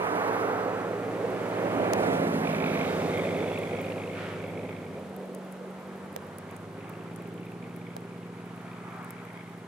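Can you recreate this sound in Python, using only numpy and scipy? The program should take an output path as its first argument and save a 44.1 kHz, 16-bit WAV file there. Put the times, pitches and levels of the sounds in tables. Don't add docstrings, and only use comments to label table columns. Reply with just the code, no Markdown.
import sys
import numpy as np
from scipy import signal
from scipy.fft import rfft, irfft, next_fast_len
from scipy.io import wavfile

SR = 44100
rng = np.random.default_rng(int(sys.argv[2]) if len(sys.argv) > 2 else 0)


def store_pcm(level_fs):
    pcm = np.round(np.clip(level_fs, -1, 1) * 32767).astype(np.int16)
    wavfile.write(sys.argv[1], SR, np.atleast_2d(pcm).T)


N = 426447
T = np.arange(N) / SR

# closest_at_s, speed_m_per_s, closest_m
CAR_PASS = (-0.51, 9.95, 4.08)
PICKUP_PASS = (2.43, 13.5, 4)
# time_s, left_minus_right_db, left_lag_samples
DIRECTION = [(0, -4.5, 4.2), (.5, -3.5, 2.7), (1.1, -2, 1.2), (1.5, -3, 2), (2.1, -4, 4.5), (2.7, -4, 3),
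             (3.3, -1.5, 1.6), (4.5, -0.7, 0.56), (9.6, -0.6, 0.85)]
# car_db, pickup_db, extra_ahead_db, extra_behind_db, snow_loss_db_per_m, beam_tightness
ROAR_TRAVEL = (-47, -44.5, 14.5, 15.5, 0.25, 2.5)
DRONE_TRAVEL = (-46, -48, 19.5, 20.5, 0.16, 4)
RUSH_TRAVEL = (-44, -45.5, 14.5, 10, 0.33, 2.5)
SPRAY_TRAVEL = (-69.5, -60.5, 16.5, 19, 0.26, 3.5)

# pitch_hz, level_db
ROAR_COLOUR = [(25, -62), (45, -25), (80, -18.5), (150, -9.5), (280, 1), (440, 1), (660, 0), (850, -7.5),
               (1300, -24), (2500, -23)]
CAR_DRONE_COLOUR = [(170, -37), (280, -7.5), (360, -13.5), (445, -1.5), (490, -4), (540, -11), (750, -17.5)]
PICKUP_DRONE_COLOUR = [(250, -38), (370, -5.5), (430, -8), (490, -3), (560, -5.5), (800, -23)]
RUSH_COLOUR = [(350, -26), (650, 3), (900, 1.5), (1300, 0), (1750, -5), (2300, -8.5), (3000, -23.5),
               (4200, -37), (7000, -55)]
SPRAY_COLOUR = [(1500, 6), (3000, 11), (4000, 6), (5300, 2), (7500, 2), (10500, 1), (12500, -5.5),
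                (15000, -8.5), (16500, -33)]
POWDER_COLOUR = [(1800, 12), (3600, 5.5), (4500, 4.5), (7500, 2), (11000, 2), (15000, -11)]
SWISH_COLOUR = [(450, -26), (750, 5.5), (1050, 2), (1280, 2.5), (1550, -2.5), (2400, -18.5)]
BURBLE_COLOUR = [(180, -28), (285, 2), (400, 10.5), (480, 0.5), (580, -12), (800, -3), (1200, -25)]
LOOSE_SNOW_COLOUR = [(700, -16), (1400, 5.5), (1750, 1), (2200, 1), (3000, -5), (4000, -13.5), (6000, -23),
                     (12000, -35)]
# pitch_hz, likeness
USUAL_LIKENESS = [(100, 0.63), (250, 0.87), (500, 1), (1000, 0.71), (1500, 0.47), (2100, 0.59), (5000, 0.2),
                  (12000, 0.26)]
CLOSE_LIKENESS = [(8000, 0.88), (13000, 0.55)]
# pitch_hz, left_minus_right_db
PORT_BALANCE = [(1350, -0.5), (1700, 3.5), (2200, 0), (3600, -2), (5000, 0), (10300, 5), (12700, -5),
                (16000, -3)]

# start_s, length_s, level_db
POWDER_FLINGS = [(-0.1, 0.55, -50), (1.953, 0.99, -48.5)]
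# time_s, knock_db, swell_db
TYRE_KNOCKS = [(1.995, -23, 6), (3.516, -29, 1.5), (4.693, -34, 3)]
# start_s, length_s, level_db, rise_s
LOOSE_SNOW_PATCHES = [(2.554, 0.37, -50, 0.3), (4.127, 0.18, -42.5, 0.059)]
# peak_s, half_length_s, extra_db
GUSTS = [(5.85, 0.19, 3.5), (6.356, 0.26, 3.5), (6.936, 0.27, 2), (8.997, 0.5, 4)]
# peak_s, half_length_s, level_db
SWISHES = [(0.353, 0.48, -33.5)]
# peak_s, rise_s, level_db
HOWLS = [(6.89, 0.11, -54), (9.0, 0.25, -46)]

# time_s, cycles_per_s
ENGINE_SPEED = [(0, 13.26), (1.4, 13.58), (4.1, 13.52), (4.7, 13.59), (5.0, 12.79), (5.25, 12.17),
                (5.6, 12.1), (6.05, 12.48), (6.6, 13.56), (7.2, 14.82), (8.0, 14.99), (9.1, 15.04),
                (9.67, 14.8)]
COAST_PER_S, CRUISE_PER_S, PULL_PER_S = 12.1, 13.55, 14.9
# time_s, gain_db
HUM_LOUDNESS = [(0, -4), (.6, -2), (1.5, -1.5), (1.88, 1), (2.2, 2.5), (2.6, -1.5), (3.1, 1.5), (4.7, -1.5),
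                (5.9, -3), (6.55, -5), (7.3, -2.1), (9.0, -4.5), (9.67, -6)]
# order, coasting_db, cruising_db, pulling_db, extra_approaching_db, extra_passing_db
FIRING_TONES = [(8, -80, -46.5, -49, 1.5, -3), (12, -60, -48, -42, 2.5, 10.5),
                (16, -41.5, -56.5, -89, -4, 20), (20, -53, -51.5, -53, 3.5, 14.5)]
PULSE_STRENGTHS = [0.907, 0.27, 0.612, 0.768, 0.31, 0.821, 0.628, 0.34]
LOPE_ORDERS = (4, 5, 7, 9, 10, 13, 14, 15, 17, 18, 19, 21, 22, 25, 26, 27, 28, 29, 32, 33)
LOPE_CRUISING_DB = (-22, -22, -7.5, -11.5, -11, 3.5, 0.5, 0, -10, -29, -0.5, -20, -6, -9.5, -13, -18, -19,
                    -3, -35, -11)
LOPE_PULLING_DB = (-25, -20, -6, -0.5, -1.5, -2, 1.5, -1, 4.5, -12, -14, -20, -7, -3.5, -6, -9, -2, -6.5,
                   -8, -4)
# coasting_db, cruising_db, pulling_db
LOPE_DB = (-66, -50, -53.5)
BURBLE_DB = (-51.5, -52.5, -44)
# start_s, length_s, level_db, start_pitch_hz
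LEAK_CHIRPS = [(2.449, 0.12, -42, 2800), (2.591, 0.26, -41, 2600), (2.949, 0.172, -46.5, 2550),
               (3.121, 0.15, -41.3, 2400), (3.291, 0.36, -43, 2700), (3.67, 0.24, -44.5, 2550),
               (3.965, 0.22, -48.5, 2950), (4.37, .36, -50, 2500), (4.728, 0.21, -54.5, 2550),
               (6.488, 0.023, -54, 2950), (6.779, 0.063, -54.5, 2850), (6.931, .4, -59.5, 3000),
               (7.37, 0.121, -56.5, 3000), (7.615, 0.053, -54.5, 2600), (7.758, .16, -57, 2600),
               (8.032, 0.66, -60.5, 2900), (8.655, 0.86, -58, 2350), (9.16, .03, -53, 2450),
               (9.267, 0.118, -52.5, 2284)]

# time_s, slap_db, left_minus_right_db, thud_db
HEAVY_FLAKES = [(1.9348, -4.5, 31, -25), (6.1633, -33, -24, -26), (6.1632, -13, -22, -30),
                (7.9657, -21, -20, -26), (7.967, -24, -16, -31)]
# time_s, strike_db, left_minus_right_db, pitch_hz
ICY_FLAKES = [(3.1787, -35, 0.5, 11500), (3.5887, -35, 7, 10500), (3.8137, -32, -4, 12800),
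              (5.1637, -35, 5, 12000), (5.3483, -31.5, 3, 9650), (5.5243, -36, 2, 9800),
              (6.3843, -30, -2, 10500), (6.511, -38, 1.5, 11080), (6.565, -34.5, -0.5, 9000),
              (6.895, -35, -12, 12430), (7.161, -34, 3, 9530), (7.7628, -35, 0.5, 11600),
              (9.0458, -37, 9, 10470), (9.1064, -27, 3, 12500)]


def from_db(db):
    return 10 ** (np.asarray(db) / 20)


def rms_one(x):
    return x / np.sqrt(np.mean(x ** 2) + 1e-20)


def in_time(rows):
    times, *columns = np.transpose(rows)
    return [np.interp(T, times, column) for column in columns]


def per_bin(points):
    hz, value = np.transpose(points)
    return np.interp(np.log(np.arange(N // 2 + 1) * SR / N + 1), np.log(hz), value)


def drift(rate_hz):
    keep = np.exp(-80 * np.pi * rate_hz / SR)
    steps = rng.standard_normal(N // 40 + 2002)
    slow = signal.lfilter([1], [1, -2 * keep, keep * keep], steps)[2000:]
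    return np.interp(np.arange(N) / 40, np.arange(len(slow)), rms_one(slow))


def swell(peak_s, half_length_s):
    return np.exp(-((T - peak_s) / half_length_s) ** 2)


def bout(start_s, length_s, db, rise_s, fade_s):
    since = np.maximum(T - start_s, 0)
    return from_db(db) * np.minimum(since / rise_s, 1) * np.exp(-np.maximum(since - length_s, 0) / fade_s)


def resonance(x, hz, width_hz):
    keep = np.exp(-np.pi * width_hz / SR)
    feedback = [1, -2 * keep * np.cos(2 * np.pi * hz / SR), keep * keep]
    return signal.lfilter(np.array([1, 0, -1]) * (1 - keep * keep) / 2, feedback, x + 1e-18)


def noise(colour, likeness=USUAL_LIKENESS):
    shared, opposite = rfft(rng.standard_normal((2, N)))
    alike = np.clip(per_bin(likeness), -1, 1)
    pair = np.sqrt(1 + alike) * shared + np.sqrt(1 - alike) * opposite * [[1], [-1]]
    top_hz, top_db = colour[-1]
    faded_top = list(colour) + [(2 * top_hz, top_db - 40)]
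    return rms_one(irfft(pair * from_db(per_bin(faded_top)), N))


def position(vehicle):
    closest_at_s, speed, closest_m = vehicle
    along = speed * (T - closest_at_s)
    distance = np.hypot(along, closest_m)
    return distance, along / distance


def carried(vehicle, db, ahead_db, behind_db, loss_db_per_m, tightness):
    distance, heading = position(vehicle)
    beam_db = np.where(heading < 0, ahead_db, behind_db) * np.abs(heading) ** tightness
    return from_db(db + beam_db - loss_db_per_m * distance) * 10 / distance


def passing(travel):
    car_db, pickup_db, *beam = travel
    return np.hypot(carried(CAR_PASS, car_db, *beam), carried(PICKUP_PASS, pickup_db, *beam))


def drone():
    car_db, pickup_db, *beam = DRONE_TRAVEL
    car = carried(CAR_PASS, car_db, *beam) * noise(CAR_DRONE_COLOUR)
    pickup = carried(PICKUP_PASS, pickup_db, *beam) * noise(PICKUP_DRONE_COLOUR)
    return car + pickup


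def tyres(roar_flutter_db=0.97, rush_flutter_db=1.0):
    swell_db = sum(db * swell(s, half_length_s=0.46) for s, _, db in TYRE_KNOCKS)
    tread = from_db(swell_db) * passing(ROAR_TRAVEL) * noise(ROAR_COLOUR) + drone()
    roar = from_db(roar_flutter_db * drift(4.3)) * tread
    rush = passing(RUSH_TRAVEL) * from_db(rush_flutter_db * drift(30)) * noise(RUSH_COLOUR)
    spray = passing(SPRAY_TRAVEL) * noise(SPRAY_COLOUR)
    return roar + rush + spray


def powder(flutter_db=1.34):
    gain = sum(bout(*row, rise_s=0.041, fade_s=0.36) for row in POWDER_FLINGS)
    return gain * from_db(flutter_db * drift(21)) * noise(POWDER_COLOUR, CLOSE_LIKENESS)


def wind(rush_db=-51.5, hiss_db=-60.5, flutter_db=0.88, hiss_follows=0.32):
    gust_db = sum(db * swell(s, half_s) for s, half_s, db in GUSTS) + flutter_db * drift(17)
    rush = from_db(rush_db + gust_db) * noise(RUSH_COLOUR)
    hiss = from_db(hiss_db + hiss_follows * gust_db) * noise(SPRAY_COLOUR)
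    return rush + hiss


def swish():
    return sum(from_db(db) * swell(s, half_s) for s, half_s, db in SWISHES) * noise(SWISH_COLOUR)


def by_load(coasting, cruising, pulling):
    speed, = in_time(ENGINE_SPEED)
    return np.interp(speed, [COAST_PER_S, CRUISE_PER_S, PULL_PER_S], [coasting, cruising, pulling])


def engine_hum(cycles, stumble_cycles=0.0017, rough_db_per_order=0.0815, lope_waver_db=1.0):
    distance, heading = position(PICKUP_PASS)
    approaching = np.maximum(-heading, 0)
    going_past = bout(start_s=1.96, length_s=0.755, db=0, rise_s=0.34, fade_s=0.32)
    pull = by_load(0, 0, 0.96)
    uneven_cycles = cycles + stumble_cycles * drift(23)
    far_lift_db = 0.05 * np.maximum(distance - 60, 0)
    pulse_places = np.arange(len(PULSE_STRENGTHS)) / len(PULSE_STRENGTHS)

    def tone(order, db):
        pulses = np.sum(PULSE_STRENGTHS * np.exp(-2j * np.pi * order * pulse_places))
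        pipe_lag = 0.0115 * order * order
        phase = 2 * np.pi * order * uneven_cycles + np.angle(pulses) - pipe_lag
        db = db + rough_db_per_order * order * drift(13) + (far_lift_db if order > 20 else 0)
        return np.sqrt(2) * from_db(db) * np.cos(phase)

    firing = sum(by_load(*from_db(load_db)) * tone(order, ahead_db * approaching + past_db * going_past)
                 for order, *load_db, ahead_db, past_db in FIRING_TONES)
    lope = sum(tone(order, cruising + pull * (pulling - cruising) + lope_waver_db * drift(1.9))
               for order, cruising, pulling in zip(LOPE_ORDERS, LOPE_CRUISING_DB, LOPE_PULLING_DB))
    tailpipe_in_view_db = 5 * swell(peak_s=2.82, half_length_s=0.69)
    lope = lope * by_load(*from_db(LOPE_DB)) * from_db(tailpipe_in_view_db)
    hum = from_db(in_time(HUM_LOUDNESS)[0]) * (firing + lope)
    sides = np.array([[-1], [1]])
    shifted = signal.hilbert(hum, next_fast_len(N))[:N] * np.exp(0.11j * sides)
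    return np.real(shifted) * from_db(0.3 * sides)


def burble(cycles, loss_db_per_m=0.6):
    puffs = np.exp(0.059 * np.cos(2 * np.pi * cycles) + 0.5 * np.cos(2 * np.pi * 4 * cycles))
    beyond_m = np.maximum(position(PICKUP_PASS)[0] - 60, 0)
    gain = by_load(*from_db(BURBLE_DB)) * from_db(-loss_db_per_m * beyond_m)
    return gain * rms_one(puffs) * noise(BURBLE_COLOUR)


def fine_snow(per_s=11, strike_db=-51, spread_db=4, crumble_s=0.0022):
    lands = rng.random((2, N)) < per_s / SR
    hits = lands * from_db(strike_db + spread_db * np.clip(rng.standard_normal(N), -2, 2))
    fades = signal.lfilter([1], [1, -np.exp(-1 / (crumble_s * SR))], hits + 1e-18)
    ticks = fades * rng.standard_normal((2, N))
    return signal.sosfilt(signal.butter(2, [8500, 14500], "band", fs=SR, output="sos"), ticks)


def heavy_flakes(spike_s=0.000027, crumbs=0.1, scatter_s=0.001):
    out, t = np.zeros((2, N)), T[:SR // 100]
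    port = signal.butter(1, [900, 13500], "band", fs=SR, output="sos")
    for s, db, pan_db, thud_db in HEAVY_FLAKES:
        slap = np.exp(-t / spike_s) + crumbs * rng.standard_normal((2, len(t))) * np.exp(-t / scatter_s)
        sides = from_db([[pan_db / 2], [-pan_db / 2]])
        at = int(s * SR)
        out[:, at:at + len(t)] += from_db(db) * signal.sosfilt(port, slap) * sides / sides.max()
        out += knocks([(s, thud_db)], hz=557, width_hz=310) * np.sign(pan_db) * np.array([[1], [-1]])
    return out


def knocks(events, hz, width_hz):
    hits = np.zeros(N)
    for s, db, *_ in events:
        hits[int(s * SR)] = from_db(db)
    return resonance(resonance(hits, hz, width_hz), hz, 2 * width_hz) * SR / (np.pi * width_hz)


def exhaust_leak(cycles, trim_db=-0.5, uneven_db=1.1, end_hz=2100, width_hz=215, seep=0.021, pure=0.69):
    spit, progress = np.divmod(cycles * 4, 1)
    chance = np.clip(rng.standard_normal((int(spit[-1]) + 1, 3)), -2, 2)
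    size, sharpness, detune = chance[spit.astype(int)].T
    flow = from_db(uneven_db * size) * (seep + progress * np.exp(-progress / 0.16))
    start_hz, = in_time([(s + length / 2, hz) for s, length, _, hz in LEAK_CHIRPS])
    fall = np.exp(-progress / 0.23 + 0.2 * sharpness)
    hz = (end_hz + (start_hz - end_hz) * fall) * (1 + 0.02 * detune)
    roughness = noise([(10, 0), (width_hz, -5), (4 * width_hz, -27)])
    roughness += 0.7 * noise([(10, 0), (width_hz, -5)]) * [[1], [-1]]
    phase = 2 * np.pi * np.cumsum(hz) / SR
    tones = np.sin(phase) + from_db(-14) * np.sin(1.5 * phase)
    whistle = rms_one(flow * (pure + roughness) * tones)
    bouts = [bout(s, length, db, rise_s=0.006, fade_s=0.076) for s, length, db, _ in LEAK_CHIRPS]
    return from_db(trim_db) * np.max(bouts, axis=0) * whistle


def loose_snow():
    return sum(bout(*row, fade_s=0.099) for row in LOOSE_SNOW_PATCHES) * noise(LOOSE_SNOW_COLOUR)


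def squeak(start_s=2.66, length_s=0.98, level_db=-55, start_hz=3850, fall_hz_per_s=460, width_hz=140):
    hz = start_hz - fall_hz_per_s * np.clip(T - start_s, 0, length_s)
    gain = bout(start_s, length_s, level_db, rise_s=0.015, fade_s=0.05) * from_db(3 * drift(14))
    return gain * noise([(10, 0), (width_hz, -5)]) * np.sin(2 * np.pi * np.cumsum(hz) / SR)


def icy_flakes(boost_db=4, scatter_s=0.002, crumbs=0.52, width_hz=3200):
    out, t = np.zeros((2, N)), T[:SR // 100]
    for s, db, pan_db, hz in ICY_FLAKES:
        tick = crumbs * rng.standard_normal((2, len(t))) * np.exp(-t / scatter_s)
        tick[int(pan_db < 0), 0] += 1
        sides = from_db([[pan_db / 2], [-pan_db / 2]])
        at = int(s * SR)
        ring = resonance(tick, hz, width_hz)
        out[:, at:at + len(t)] += from_db(db + boost_db) * ring * sides / sides.mean()
    return out


def howl(hz=1270, width_hz=340, fall_s=0.14):
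    gain = sum(from_db(db) * np.exp(-np.maximum((s - T) / rise_s, (T - s) / fall_s))
               for s, rise_s, db in HOWLS)
    return gain * rms_one(resonance(noise(RUSH_COLOUR), hz, width_hz))


def from_road(pair, widen=2.95, widen_below_hz=1900):
    pan_db, lag = in_time(DIRECTION)
    left = np.interp(np.arange(N) - lag, np.arange(N), pair[0])
    wide = widen / 2 * signal.filtfilt(*signal.butter(1, widen_below_hz, fs=SR), left - pair[0])
    return np.array([(left + wide) * from_db(pan_db / 2), (pair[1] - wide) * from_db(-pan_db / 2)])


def ports(pair):
    return irfft(rfft(pair) * from_db(per_bin(PORT_BALANCE) / 2 * [[1], [-1]]), N)


def scene(sound_m_per_s=343):
    away_m_per_s = PICKUP_PASS[1] * position(PICKUP_PASS)[1]
    doppler = 1 / (1 + away_m_per_s / sound_m_per_s)
    cycles = np.cumsum(in_time(ENGINE_SPEED)[0] * doppler) / SR
    wheels = tyres() + loose_snow() + powder() + squeak() + knocks(TYRE_KNOCKS, hz=695, width_hz=300)
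    road = from_road(wheels + wind() + howl() + swish() + exhaust_leak(cycles) + burble(cycles))
    return ports(road + heavy_flakes()) + engine_hum(cycles) + icy_flakes() + fine_snow()


def record(dry, low_hz=42, top_hz=16000):
    thinned = signal.sosfilt(signal.butter(4, low_hz, "high", fs=SR, output="sos"), dry)
    return signal.sosfilt(signal.ellip(10, .1, 80, top_hz, fs=SR, output="sos"), thinned)


dry = scene()
out = record(dry)
store_pcm(out)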